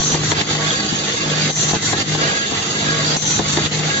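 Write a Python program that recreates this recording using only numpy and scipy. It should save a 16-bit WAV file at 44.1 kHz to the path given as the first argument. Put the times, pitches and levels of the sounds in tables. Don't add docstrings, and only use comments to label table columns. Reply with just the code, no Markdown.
import sys
import numpy as np
from scipy import signal
from scipy.fft import rfft, irfft
from scipy.io import wavfile

SR = 44100
rng = np.random.default_rng(int(sys.argv[2]) if len(sys.argv) > 2 else 0)


def persist_wave(psi):
    counts = np.round(np.clip(psi, -1, 1) * 32767).astype(np.int16)
    wavfile.write(sys.argv[1], SR, np.atleast_2d(counts).T)


N = 176400
TIME = np.arange(N) / SR
CUTOFF_HZ, RUN_RAMP_S = 7520, 0.029
# (time [s], thud [dB], clack [dB], tick [dB], relative dip after it [dB]; a negative dip lifts)
KNOCK_CUES = [(.122,-16.5,-22,-24.5,-0.5),(0.1436,-12,-13,-21,2),(.317,-33,-12,-13.5,2),(.413,-18,-37,-16,6),(.551,-28,-21.5,-23.5,1),(0.924,-11,-24,-37.5,-0.5),(1.499,-38,-20.5,-26,8.5),(1.710,-19,-20,-26,3.5),(1.7311,-6,-10,-23.5,-5.5),(1.758,-22,-26,-29,7),(1.929,-27,-12.5,-20.5,3),(2.014,-16.5,-37,-29,6.5),(2.148,-17,-17,-25,4),(2.518,-11,-21,-29.5,0),(3.162,-18.5,-20,-30,7),(3.391,-9.5,-11,-20,2),(3.571,-24,-10.5,-17,-0.5),(3.66,-22,-30,-17.5,6),(3.797,-19,-23.5,-26,3.5)]


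def from_db(db):
    return 10 ** (np.asarray(db) / 20)


def rms_one(x):
    return x / np.sqrt(np.mean(x ** 2) + 1e-20)


def pan(db):
    return from_db([[db], [-db]])


def at_hz(points, hz):
    points_hz, values = np.transpose(points)
    return np.interp(np.log(hz + 1e-3), np.log(points_hz), values)


def drift(rate_hz):
    hz = np.fft.rfftfreq(N, 1 / SR)
    return rms_one(irfft(rfft(rng.standard_normal(N)) / (1 + (hz / rate_hz) ** 2), N))


def gate(start, end, ramp):
    return np.clip(np.minimum(TIME - start, end - TIME) / ramp + .5, 0, 1)


def noise(spectrum, peaks=()):
    # (frequency [Hz], side minus mid [dB])
    room_width = [(60,-9),(120,-27),(220,-15.5),(400,-10.5),(600,-1.5),(1000,-4),(1300,0.5),(1750,-3.5),(2050,3),(2300,-7.5),(2650,-1.5),(4000,-1),(5200,-1)]
    hz = np.fft.rfftfreq(N, 1 / SR)
    peaks_db = sum(height / (1 + (2 * (hz - centre) / width) ** 2) for centre, width, height in peaks)
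    passband = (hz < CUTOFF_HZ + 500) / np.sqrt(1 + (spectrum[0][0] / 2 / (hz + 1)) ** 4)
    colour = from_db(at_hz(spectrum, hz) + peaks_db) * passband
    mid, side = rfft(rng.standard_normal((2, N))) * colour / np.sqrt(np.mean(colour ** 2))
    return irfft(mid, N) + irfft(side * from_db(at_hz(room_width, hz)), N) * np.array([[1], [-1]])


def bursts(spans, spectrum):
    envelope = sum(gate(start, end, ramp=0.0034) * from_db(db) for start, end, db in spans)
    return noise(spectrum) * envelope * from_db(2.1 * drift(30) - 1.5)


def rough_tone(hz, rough, width_hz, phase=0):
    shake = 1 + rough * (drift(width_hz) + 1j * drift(width_hz))
    return np.real(shake * np.exp(2j * np.pi * hz * TIME + 1j * phase))


def ring(clicks, hz, t60):
    radius, angle = from_db(-60 / (t60 * SR)), 2 * np.pi * hz / SR
    feedback = [1, -2 * radius * np.cos(angle), radius * radius]
    return signal.lfilter([0, np.sin(angle)], feedback, clicks + 1e-18)


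def struck(modes, times, levels_db, contacts):
    bounce_s, loss_db, spread_db = .0042, 3, 3.5
    bounce = np.arange(contacts)
    delays = bounce_s * bounce * rng.uniform(0.695, 1.5, (len(times), contacts))
    at = ((times[:, None] + delays) * SR).astype(int)
    out = np.zeros((2, N))
    for k, (hz, db, t60) in enumerate(modes):
        for side in range(2):
            scatter_db = spread_db * rng.standard_normal(at.shape)
            clicks = np.zeros(N)
            clicks[at] = from_db(levels_db[:, None] + db - loss_db * bounce + scatter_db)
            out[side] += (-1) ** k * ring(clicks, hz, t60)
    return out


def from_the_left(x):
    treble_lag_s, bass_edge_hz = .00051, 720
    hz = np.fft.rfftfreq(N, 1 / SR)
    lag = treble_lag_s / (1 + (bass_edge_hz / (hz + 1)) ** 12)
    return np.array([x[0], irfft(rfft(x[1]) * np.exp(-2j * np.pi * hz * lag), N)])


def panels(x, count):
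    near_s, far_s, sway_s, gain, low_cut_hz = .003, .012, .00012, 0.21, 804
    treble = signal.sosfilt(signal.butter(2, low_cut_hz, "high", fs=SR, output="sos"), x)
    out = x.copy()
    for lag in rng.uniform(near_s, far_s, count):
        late = TIME - lag - sway_s * drift(1.4)
        out += gain * np.array([np.interp(late, TIME, side) for side in treble])
    return out


def shifting_resonances(x, size=1024):
    # (frequency [Hz], swing [dB])
    depth = [(300,1.5),(1000,4.5),(2500,3.1),(6000,1.5)]
    width_hz, life_s = 190, 0.085
    hz, times, bands = signal.stft(x, SR, nperseg=size, noverlap=size * 3 // 4)
    chance = np.fft.rfft2(rng.standard_normal(bands.shape[1:]))
    across, along = np.fft.fftfreq(len(hz), hz[1])[:, None], np.fft.rfftfreq(len(times), times[1])
    blur = np.exp(-(across * width_hz) ** 2 - (along * life_s) ** 2)
    patches = rms_one(np.fft.irfft2(chance * blur, bands.shape[1:]))
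    gain = from_db(at_hz(depth, hz)[:, None] * np.minimum(patches, 1))
    gain /= np.sqrt(np.mean(gain ** 2, axis=1, keepdims=True))
    return signal.istft(bands * gain, SR, nperseg=size, noverlap=size * 3 // 4)[1][:, :N]


def workshop():
    # (frequency [Hz], relative density [dB])
    room_tone = [(25,-31),(50,-19.5),(80,-8.5),(112,0.5),(170,-3),(240,-4.5),(310,-6),(460,-7),(590,-13),(780,-8),(980,-13),(1370,-12.5),(1950,-12.5),(2400,-14),(2750,-10.5),(3100,-11),(3600,-7.5),(4000,-10.5),(4300,-13.5),(4620,-8.5),(4850,-19.5),(5400,-16.5),(6000,-13),(6700,-10),(7100,-11.5),(7450,-15)]
    level_db, flicker_db = -24, 1.5
    return noise(room_tone) * from_db(level_db + flicker_db * drift(25)) * from_db([[-.5], [.6]])


def pump():
    # (time [s], level [dB])
    swell = [(0,-30.5),(.13,-22),(.3,-27),(.5,-27.5),(.69,-25.5),(.76,-44.5),(.96,-31),(1.19,-41.5),(1.27,-24.5),(1.72,-27.5),(1.99,-30.5),(2.1,-22),(2.28,-25.5),(2.38,-43),(2.8,-38.5),(2.86,-25),(3.15,-25.5),(3.33,-31),(3.86,-22.5),(3.95,-37)]
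    # (multiple of the stroke rate, level [dB])
    partials = [(4,-38),(6,-40),(7,-46),(9,-42.5),(13,-50.5),(22,-45)]
    # (frequency [Hz], relative density [dB])
    puff = [(300,12.5),(1000,0),(2000,0),(2600,-14),(4000,-3),(5100,-2.5),(6500,-2),(7500,-3.5)]
    stroke_hz, wander, left_lag_s, waver_db = 50.9, 0.00512, 0.00026, 4
    phase = 2 * np.pi * np.cumsum(stroke_hz * (1 + wander * drift(5.62))) / SR
    hum_db = np.interp(TIME, *np.transpose(swell))
    third = np.sin(3 * (phase - 2 * np.pi * stroke_hz * left_lag_s * np.array([[1], [0]])))
    hum = from_db(hum_db + drift(11)) * third * pan(1.2)
    for k, db in partials:
        hum += from_db(db + waver_db * drift(6)) * np.sin(k * phase + rng.uniform(0, 2 * np.pi))
    strokes = rms_one(np.exp(np.cos(phase)))
    puff_db = -31.5 + 0.56 * (hum_db - hum_db.mean())
    return np.sqrt(2) * hum + noise(puff) * strokes * from_db(puff_db)


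def frame_rumble():
    # (start [s], end [s], relative level [dB])
    shudders = [(.11,.42,-29.5),(1.72,2.03,-30),(3.36,3.67,-29)]
    # (frequency [Hz], relative density [dB])
    rumble = [(40,-23),(75,-1),(110,8),(170,-12),(420,-7),(800,-35.5)]
    return bursts(shudders, rumble)


def travel_level():
    # (start [s], end [s], relative level at midpoint [dB], growth over the run [dB])
    runs = [(0.346,0.409,-20.5,3),(0.576,0.934,-30.5,-11),(1.17,1.513,-25.5,5),(1.959,2.029,-22,5),(2.18,2.443,-25,-17.5),(2.833,3.163,-24,5),(3.823,4.05,-30.5,-25)]
    level = np.zeros(N)
    for start, end, db, growth in runs:
        from_midpoint = np.clip((TIME - start) / (end - start) - .5, -.5, .5)
        level += gate(start, end, RUN_RAMP_S) * from_db(db + growth * from_midpoint)
    return level


def rails():
    # (frequency [Hz], relative density [dB])
    rush = [(40,-16),(110,-6),(300,8),(600,6),(950,-2),(1400,1.5),(1900,-0.5),(2500,-1),(3550,2.5),(4250,-5.5),(4950,-6),(6500,-7.5),(7500,-12.5)]
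    # (frequency [Hz], width [Hz], height [dB])
    peaks = [(1158,18,8),(2086,56,5.5),(3560,190,-6),(4610,290,11.5)]
    return noise(rush, peaks) * travel_level() * from_db(0.7 * drift(72) - 2.5) * pan(-1.1)


def rattle():
    # (frequency [Hz], relative level [dB])
    modes = [(910,1.5),(1130,0.5),(1330,-12),(1850,-5.5),(2040,0.5),(2480,-3.5),(2740,2),(3050,-2.5),(3500,0),(3830,-2.5),(4070,-1.5),(4580,1.5),(4720,-0.5),(6650,0)]
    hits_per_s, size_db, idle_db, travel_db = 55, 5, -30.5, -8.5
    out = np.zeros((2, N))
    for hz, db in modes:
        at = rng.integers(0, N, int(hits_per_s * N / SR))
        hit_db = size_db * np.minimum(rng.exponential(1, len(at)), 3)
        clicks = np.zeros((2, N))
        clicks[:, at] = from_db(hit_db + 2 * rng.standard_normal((2, len(at))))
        out += from_db(db) * rms_one(ring(clicks, hz, t60=0.046))
    level = np.hypot(from_db(idle_db), from_db(travel_db) * travel_level())
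    return rms_one(out) * level * pan(-1.5)


def belt_scrape():
    # (start [s], end [s], relative level [dB])
    braking = [(1.40,1.50,-28.5),(3.06,3.165,-26)]
    # (frequency [Hz], relative density [dB])
    scrape = [(2200,-17),(3200,-8),(3900,-6),(4650,8),(5100,-7),(7500,-6)]
    return bursts(braking, scrape)


def motor():
    # (start [s], end [s], level [dB])
    pulls = [(0.578,0.698,-31),(1.26,1.365,-33.5),(2.176,2.336,-32),(2.91,3.032,-28.5)]
    # (frequency [Hz], relative level [dB])
    modes = [(355,-2.5),(462,4.5),(665,-1.5),(1128,3.5),(1437,-4),(1615,-0.5),(2082,-5)]
    growl = sum(from_db(db) * rough_tone(hz, rough=1, width_hz=9.2) for hz, db in modes)
    return rms_one(growl) * sum(gate(start, end, RUN_RAMP_S) * from_db(db) for start, end, db in pulls)


def metal_ring():
    # (time [s], level [dB], build-up [s])
    jolts = [(.317,-26,.008),(.6,-25,0.038),(.735,-24,0.026),(1.15,-29,0.013),(1.25,-32.5,.02),(1.929,-26,0.007),(2.19,-21,0.052),(2.33,-23.5,0.024),(2.745,-25,0.016),(2.85,-21.5,0.038),(3.572,-31,.01),(3.87,-18,0.086)]
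    t60_s = 0.83
    power = np.zeros(N)
    for start, db, rise in jolts:
        attack = np.clip((TIME - start) / rise, 0, 1)
        decay = from_db(db - 60 * np.maximum(TIME - start - rise, 0) / t60_s)
        power += (attack * decay) ** 2
    tone = rough_tone(hz=1650, rough=0.55, width_hz=35, phase=np.array([[2.58], [0]]))
    return np.sqrt(power) * rms_one(tone) * pan(-1)


def chinks():
    # (time [s], level [dB])
    hits = [(.706,-11.5),(1.3005,-16),(3.1144,-14)]
    # (frequency [Hz], gain [dB], t60 [s])
    modes = [(3270,-0.33,0.02),(3560,-1.9,0.0093)]
    return struck(modes, *np.transpose(hits), contacts=2)


def cylinder():
    # (start [s], end [s], relative level [dB])
    down_strokes = [(-.08,.155,-23),(1.5,1.745,-20.5),(3.165,3.39,-21.5)]
    up_strokes = [(.24,.322,-23),(1.82,1.93,-23),(3.48,3.575,-23.5)]
    # (frequency [Hz], relative density [dB])
    down_hiss = [(1500,-24.5),(2400,-18),(3000,-20),(4100,-2.5),(4600,-8.5),(5000,-14),(5550,-13.5),(5800,5.5),(6150,7),(6480,1.5),(6750,-3.5),(7050,3.5),(7450,-3.5)]
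    up_hiss = [(1500,-2),(2500,-9),(3200,-3),(3800,0.5),(4600,4),(5000,-22),(5450,-2.5),(5850,7.5),(6300,-3),(6700,2.5),(7050,5.5),(7450,5)]
    return bursts(down_strokes, down_hiss) + bursts(up_strokes, up_hiss)


def knocks():
    # (frequency [Hz], gain [dB], t60 [s])
    frame_modes = [(82,-16.5,0.079),(116,-13.5,0.079),(174,-4.5,0.071),(258,-6.5,0.048)]
    head_modes = [(335,-6,0.039),(432,-5,0.062),(550,-9,0.023),(693,-6,0.034),(803,-2,0.027),(916,-4,0.021),(1060,-6.5,0.019),(1750,-10.5,0.017)]
    tick_t60_s = 0.036
    times, thud_db, clack_db, tick_db, _ = np.transpose(KNOCK_CUES)
    thuds = struck(frame_modes, times, thud_db, contacts=1)
    clacks = struck(head_modes, times, clack_db, contacts=5)
    # (frequency [Hz], relative density [dB])
    tick = [(600,-13),(1200,8),(2000,12.5),(2600,0.5),(3600,13),(4600,4.5),(5200,0),(7500,-4)]
    tick_level = sum((TIME >= start) * from_db(db - 60 * np.clip((TIME - start) / tick_t60_s, 0, 2))
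                     for start, db in zip(times, tick_db))
    return (thuds + clacks + tick_level * noise(tick)) * pan(2)


def dips():
    fall_s, hold_s, recover_s = 0.02, 0.028, 0.026
    depth_db = np.zeros(N)
    for start, *_, dip_db in KNOCK_CUES:
        fall = np.clip((TIME - start) / fall_s, 0, 1) ** 2
        release = np.exp(-np.maximum(TIME - start - fall_s - hold_s, 0) / recover_s)
        depth_db += dip_db * fall * release
    return from_db(-depth_db * np.array([[.85], [1.2]]))


def scene():
    hiss = cylinder()
    travel = rails() + rattle() + belt_scrape() + frame_rumble()
    light_hits = chinks()
    air = shifting_resonances(panels(from_the_left(workshop() + travel) + hiss, count=5))
    return (air + pump() + motor() + knocks() + light_hits + metal_ring()) * dips()


def record(dry):
    peak_limit = .6
    rounded = dry / (1 + (dry / peak_limit) ** 4) ** (1 / 4)
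    return signal.sosfilt(signal.ellip(14, .1, 90, CUTOFF_HZ, fs=SR, output="sos"), rounded)


dry = scene()
out = record(dry)
persist_wave(out)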